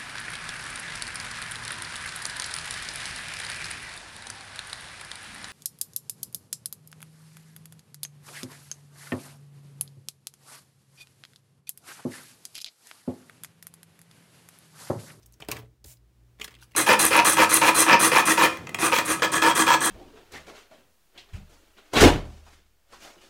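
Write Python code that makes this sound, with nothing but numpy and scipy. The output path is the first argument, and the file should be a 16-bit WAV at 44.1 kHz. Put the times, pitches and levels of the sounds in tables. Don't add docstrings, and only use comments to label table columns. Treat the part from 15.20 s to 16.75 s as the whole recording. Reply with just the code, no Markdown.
import sys
import numpy as np
from scipy import signal
from scipy.fft import rfft, irfft
from scipy.io import wavfile
from scipy.ndimage import uniform_filter1d

SR = 44100
rng = np.random.default_rng(int(sys.argv[2]) if len(sys.argv) > 2 else 0)


def voltage_ratio(decibels):
    exponent = np.asarray(decibels, float) / 20
    return 10 ** exponent


def to_wav(s):
    ch = np.atleast_2d(s).T
    pcm = np.round(np.clip(ch, -1, 1) * 32767)
    wavfile.write(sys.argv[1], SR, pcm.astype(np.int16))


N = 68355

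# (frequency [Hz], density [dB per Hz])
FLOOR_SPECTRUM = [(76, -35), (130, -9), (207, -16), (349, -13), (522, -21.5), (589, -21.5), (974, -26),
                  (1270, -26.5), (16000, -37.5)]
# (time [s], level [dB])
FLOOR_LEVEL = [(0, 6), (.17, 3.5), (.48, 1), (.63, -2.5), (.8, 0), (1.55, 6.5)]
# (frequency [Hz], rms [dB], other frequency [Hz], other rms [dB], cancelling time [s])
MOTOR_PAIRS = [(53.15, -64.8, 58.55, -63.1, .180), (117.3, -68, 120.15, -66.5, .19)]
# (frequency [Hz], width [Hz], rms [dB])
HUM_BANDS = [(118, 2, -88.5), (183, 35, -79)]
# (frequency [Hz], t60 [s])
ROOM_DECAY = [(150, 0.61), (500, 0.23), (2000, 0.13), (6000, 0.11), (14000, 0.12)]
# (time [s], level [dB], frequency [Hz], t60 [s])
BENCH_BUMPS = [
    (0.206, -40, 130, 0.081),
    (0.29, -36, 127.3, 0.13),
    (0.318, -30.5, 124, 0.11),
    (0.337, -42.5, 83, 0.27),
    (0.383, -40, 118, 0.35),
    (0.65, -35.5, 76.4, 0.074),
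    (0.678, -43.5, 127, 0.09),
    (1.253, -53, 173.4, 0.14),
]
# (time [s], level [dB])
DRAG_LEVEL = [(1.385, -73), (1.392, -80), (1.41, -70), (1.418, -56), (1.423, -59), (1.427, -46.5),
              (1.433, -56), (1.443, -60.5), (1.462, -71)]
# (frequency [Hz], width [Hz], level [dB])
EDGE_RESONANCES = [(1490, 260, -3), (2750, 600, 0), (3770, 400, -8), (4700, 400, -7), (5800, 700, -4),
                   (8100, 900, -8), (9230, 400, -10), (10200, 500, -5)]
# (time [s], level [dB])
SQUEEZES = [
    [(.2, -76), (.235, -59), (.275, -68), (.29, -44), (.33, -48), (.39, -51), (.43, -65), (.465, -72.5)],
    [(1.186, -66.5), (1.22, -47), (1.26, -74), (1.32, -58.5), (1.37, -79.5), (1.405, -62), (1.43, -83),
     (1.465, -79), (1.55, -81)],
]
# (frequency [Hz], density [dB per Hz])
RUSTLE_SPECTRUM = [(200, -34), (500, -1.5), (1100, 5), (1500, 2), (2500, 4.5), (4500, -5), (9000, -12.5),
                   (16000, -12)]
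# (time [s], level [dB])
SLIDE_LEVEL = [(.647, -65.5), (.66, -51), (.69, -54), (.710, -50.5), (.718, -52.5), (.738, -51.5),
               (.746, -69), (.78, -73)]
# (frequency [Hz], density [dB per Hz])
STEEL_SPECTRUM = [(350, -38), (600, -12.5), (957, -16.5), (1110, -23.5), (3300, -14), (3580, -16.5),
                  (7210, -10), (16000, -12)]
# (time [s], peak [dB], burst length [s], pitch of the struck spot [Hz])
PACK_KNOCKS = [(0.202, -42, 0.017, 400), (0.224, -34, 0.0083, 730), (0.2877, -21.5, .002, 440),
               (0.2908, -31, .002, 704), (0.294, -38, 0.0014, 684), (0.2978, -30, 0.0054, 350),
               (0.312, -40, 0.0066, 450), (0.331, -33, 0.014, 418), (.347, -39, 0.004, 380),
               (0.362, -33.5, 0.0072, 414), (0.384, -35.5, 0.0056, 416), (0.398, -40, 0.0059, 564),
               (0.422, -45, 0.0059, 424), (0.432, -45, 0.0099, 446), (0.644, -50, 0.0085, 570),
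               (.653, -47, 0.0082, 355), (1.198, -41, 0.0061, 298), (1.212, -36.5, 0.0054, 323),
               (1.244, -42.5, 0.011, 790), (1.28, -46, .0066, 340), (1.339, -52.5, 0.0054, 455)]
# (frequency [Hz], level [dB], t60 [s])
PACK_MODES = [(250, -7, .04), (352, -1, .05), (447, 0, .055), (520, -6, .045), (581, -3, .045),
              (668, -4, .05), (750, -4, .045), (890, -6, .035)]
# (frequency [Hz], level [dB], t60 [s])
SHEET_MODES = [(950, -8, .03), (1820, -8, .02), (2050, -6, .022), (2300, -5, .022), (2685, -3, .024),
               (3200, -4, .016), (3750, -5, .014), (4350, -5, .012), (5100, -5, .011), (6050, -5, .011),
               (6900, -7, .011), (8300, -7, .011)]
# (time [s], level [dB], panel pitch [Hz], tilt [dB per octave], burst length [s])
SHEET_SNAPS = [(.2010, -50.5, 2930, 2, 0.0023), (0.203, -39.5, 1340, -0.5, 0.0028),
               (0.2218, -32, 3090, -8, 0.004), (0.2856, -26.5, 4900, 2, 0.0021),
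               (.2862, -31, 2500, -2, 0.0025), (0.315, -17, 2830, 3, 0.0021),
               (0.316, -27, 6760, -1, 0.0008), (0.3198, -24, 1060, 0, 0.0039),
               (0.328, -32, 2300, -7, 0.0013), (0.338, -51, 2314, 2, 0.0012),
               (0.362, -40.5, 2320, -8, 0.0027), (0.367, -33, 1880, -2, 0.0043),
               (0.3875, -46, 2320, 12, 0.01), (1.1967, -54, 3000, 3, 0.0016),
               (1.1985, -36.5, 1960, -3, 0.003), (1.2131, -29.5, 3350, -13.5, 0.0042),
               (1.2156, -22, 2780, -3, 0.0018), (1.2185, -36, 2560, -4, 0.0044),
               (1.2440, -23.5, 3460, 1, 0.0012), (1.226, -39.5, 2900, -3, 0.0051),
               (1.213, -39, 2570, 0, 0.0035), (1.2459, -31, 2060, 0.5, 0.0052),
               (1.2781, -38, 3730, -3, 0.003), (1.28, -36, 2150, -4, 0.0039)]
# (time [s], level [dB], panel pitch [Hz], tilt [dB per octave])
SHEET_CRINKLES = [(.0245, -57, 6400, -2), (.0303, -51, 6100, -4), (.036, -55, 6300, -3),
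                  (.0600, -46, 8100, 1), (.063, -45, 13800, 4), (.1236, -48, 12700, 4),
                  (.134, -52, 8000, 2), (.6426, -41, 7000, 1), (.6447, -40, 5000, 3),
                  (.6485, -52, 2000, -6), (.1395, -48, 6200, 1), (.208, -44, 2500, -1),
                  (.217, -44, 2900, 0), (.248, -47, 2000, 0), (.457, -60, 2000, 0), (.770, -56, 5000, -3),
                  (1.237, -40, 2500, 1), (1.308, -50, 6000, -3), (1.293, -48, 2000, -4),
                  (1.316, -48, 2300, -3), (1.358, -49, 2500, -6), (1.365, -52, 2000, -5),
                  (1.3408, -43, 3000, -5), (1.3503, -42, 3600, -7), (1.3875, -54, 3650, -4),
                  (1.398, -55, 4200, -2), (1.410, -51, 3900, -2), (1.4165, -49, 5800, 0),
                  (1.4245, -44, 1520, -9), (1.432, -46, 5500, 2), (1.440, -52, 10100, -4),
                  (1.512, -56, 3300, -3), (1.5180, -49, 2700, -1), (1.535, -51, 2300, -7),
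                  (1.546, -48, 2900, -9)]

FLOOR_DB, ROOM_DB = -69.5, -11
STEEL_HZ, STEEL_WIDTH_HZ, STEEL_DB = 7200, 190, -14
SHEET_DB, SHEET_BEND = -8, 0.0079
PANEL_DB, PANEL_Q, DULL_HZ = -6, 4.3, 11300
SNAP_BELOW_DB, CRINKLE_BELOW_DB = 8.5, 11
CRINKLE_S = 0.0024
SPOT_DB = 12


def evened(x):
    return x / np.sqrt(np.mean(x ** 2) + 1e-20)


def read(points, hz):
    f, value = np.transpose(points)
    return np.interp(np.log(hz + 1), np.log(f + 1), value)


def shaped(x, points):
    gain = voltage_ratio(read(points, np.fft.rfftfreq(len(x), 1 / SR)))
    return evened(irfft(rfft(x) * gain, len(x)))


def envelope(curve):
    s, db = np.transpose(curve)
    return voltage_ratio(np.interp(np.arange(N) / SR, s, db, -150, -150))


def add(mix, s, sound):
    part = mix[round(s * SR):][:len(sound)]
    part += sound[:len(part)]


def modes(table, strength, bend=0, size=6000):
    t = np.arange(size)[:, None] / SR
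    hz, db, t60 = np.transpose(table)
    decay = voltage_ratio(db - 60 * t / t60)
    ring = (strength * decay * np.sin(2 * np.pi * hz * (1 + bend) * t)).sum(1)
    return ring / np.linalg.norm(ring)


def burst(length, noise, rise=0.0003, crack=2.2):
    t = np.arange(len(noise)) / SR
    x = noise * (1 - np.exp(-t / rise)) * np.exp(-t / max(length, 3e-4))
    x[0] += crack
    return x


def crack_train(per_s, spread_db):
    size = voltage_ratio(spread_db * np.minimum(rng.exponential(1, N), 3))
    return size * (rng.random(N) < per_s / SR)


def room_floor():
    spectrum = [(60, -7.5), (110, -6.5)] + list(FLOOR_SPECTRUM)[1:]
    return voltage_ratio(FLOOR_DB) * shaped(rng.standard_normal(N), spectrum) * envelope(FLOOR_LEVEL)


def motors():
    t, out = np.arange(N) / SR, np.zeros(N)
    for hz, db, other_hz, other_db, null in MOTOR_PAIRS:
        turn = rng.random()
        tone = np.cos(2 * np.pi * (hz * (t - null) + turn))
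        other = np.cos(2 * np.pi * (other_hz * (t - null) + turn))
        out += np.sqrt(2) * (voltage_ratio(db) * tone - voltage_ratio(other_db) * other)
    for hz, width, db in HUM_BANDS:
        band = np.exp(-((np.fft.rfftfreq(N, 1 / SR) - hz) / width) ** 2)
        out += voltage_ratio(db) * evened(irfft(rfft(rng.standard_normal(N)) * band, N))
    return out


def room(x):
    taps = np.zeros(SR // 2)
    at = np.arange(200, len(taps) - 20, 20)
    taps[at + rng.integers(0, 20, len(at))] = rng.choice([-1., 1.], len(at))
    hz, t, z = signal.stft(taps, SR, nperseg=256)
    decay = voltage_ratio(-60 * t / read(ROOM_DECAY, hz)[:, None])
    tail = signal.istft(z * decay, SR, nperseg=256)[1]
    return signal.fftconvolve(x, tail / np.linalg.norm(tail))[:N]


def bench():
    out, t = np.zeros(N), np.arange(SR // 3) / SR
    onset = 1 - np.exp(-t / 0.0068)
    for s, db, hz, t60 in BENCH_BUMPS:
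        add(out, s, voltage_ratio(db - 60 * t / t60) * onset * np.sin(2 * np.pi * hz * t))
    return out


def drag():
    slips = crack_train(per_s=5400, spread_db=1) * rng.standard_normal(N)
    rings = np.zeros(N)
    for hz, width, db in EDGE_RESONANCES:
        rings += voltage_ratio(db) * evened(signal.lfilter(*signal.iirpeak(hz, hz / width, SR), slips))
    return evened(rings) * envelope(DRAG_LEVEL)


def rustle():
    cracks = crack_train(per_s=1400, spread_db=2)
    puffs = signal.lfilter([1], [1, -np.exp(-1 / (0.0012 * SR))], cracks)
    noise = (puffs + 0.56) * rng.standard_normal(N)
    return shaped(noise, RUSTLE_SPECTRUM) * sum(map(envelope, SQUEEZES))


def blades():
    hiss = rng.standard_normal(N)
    unevenness = evened(uniform_filter1d(rng.standard_normal(N), size=160))
    rub = hiss * voltage_ratio(2.2 * unevenness)
    ring = signal.lfilter(*signal.iirpeak(STEEL_HZ, STEEL_HZ / STEEL_WIDTH_HZ, SR), rub)
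    return (shaped(rub, STEEL_SPECTRUM) + voltage_ratio(STEEL_DB) * evened(ring)) * envelope(SLIDE_LEVEL)


def pack():
    out, mode_hz = np.zeros(N), np.transpose(PACK_MODES)[0]
    for s, db, length, spot_hz in PACK_KNOCKS:
        bend = 0.012 * rng.standard_normal(len(PACK_MODES))
        push = burst(length, rng.standard_normal(2000), rise=0.0008, crack=22)
        near = voltage_ratio(-SPOT_DB * np.log2(mode_hz / spot_hz) ** 2)
        x = signal.fftconvolve(push, modes(PACK_MODES, near, bend))
        add(out, s, voltage_ratio(db) * x / abs(x).max())
    return out


def snap(db, hz, tilt_db, length, below_db, noise, detune):
    t = np.arange(1500) / SR
    panel = np.exp(-np.pi * hz / PANEL_Q * t) * np.sin(2 * np.pi * hz * t)
    strength, bend = np.tanh(2 * detune[0]), SHEET_BEND * detune[1]
    body = voltage_ratio(SHEET_DB) * modes(SHEET_MODES, strength, bend, size=3000)
    body[:len(t)] += voltage_ratio(PANEL_DB) * panel / np.linalg.norm(panel)
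    body[0] += 1

    f = np.fft.rfftfreq(8192, 1 / SR)
    octaves = np.log2((f + 30) / hz)
    gain = voltage_ratio(np.where(octaves > 0, tilt_db, below_db) * octaves)
    gain = gain * f ** 2 / (f ** 2 + 234.0 ** 2) / (1 + (f / DULL_HZ) ** 2)
    log_gain = np.log(gain + 1e-4)
    phase = -signal.hilbert(np.r_[log_gain, log_gain[-2:0:-1]]).imag[:len(f)]
    colour = np.exp(log_gain + 1j * phase)
    x = irfft(rfft(burst(length, noise), 8192) * rfft(body, 8192) * colour)[:5000]
    return voltage_ratio(db) * x / np.linalg.norm(x) * np.sqrt(length * SR) / 2


def sheet():
    buckles = [(*row, SNAP_BELOW_DB) for row in SHEET_SNAPS]
    buckles += [(*row, CRINKLE_S, CRINKLE_BELOW_DB) for row in SHEET_CRINKLES]
    noises = rng.standard_normal((len(buckles), 2000))
    detunes = rng.standard_normal((len(buckles), 2, len(SHEET_MODES)))
    out = np.zeros(N)
    for (s, *buckle), noise, detune in zip(buckles, noises, detunes):
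        add(out, s, snap(*buckle, noise, detune))
    return out


def scene():
    work = sheet() + pack() + rustle() + blades() + drag()
    floor = room_floor()
    return (work + voltage_ratio(ROOM_DB) * room(work) + bench() + motors() + floor)[None]


def top_cut(x):
    return signal.sosfilt(signal.butter(12, 16820, fs=SR, output="sos"), x)


def record(dry):
    x = signal.sosfilt(signal.butter(6, 46.4, "high", fs=SR, output="sos"), dry)
    treble_edge = signal.firwin(401, 15800, window=("kaiser", 5), fs=SR)
    x = signal.oaconvolve(x, treble_edge[None], "same")
    return top_cut(x)


dry = scene()
out = record(dry)
to_wav(out)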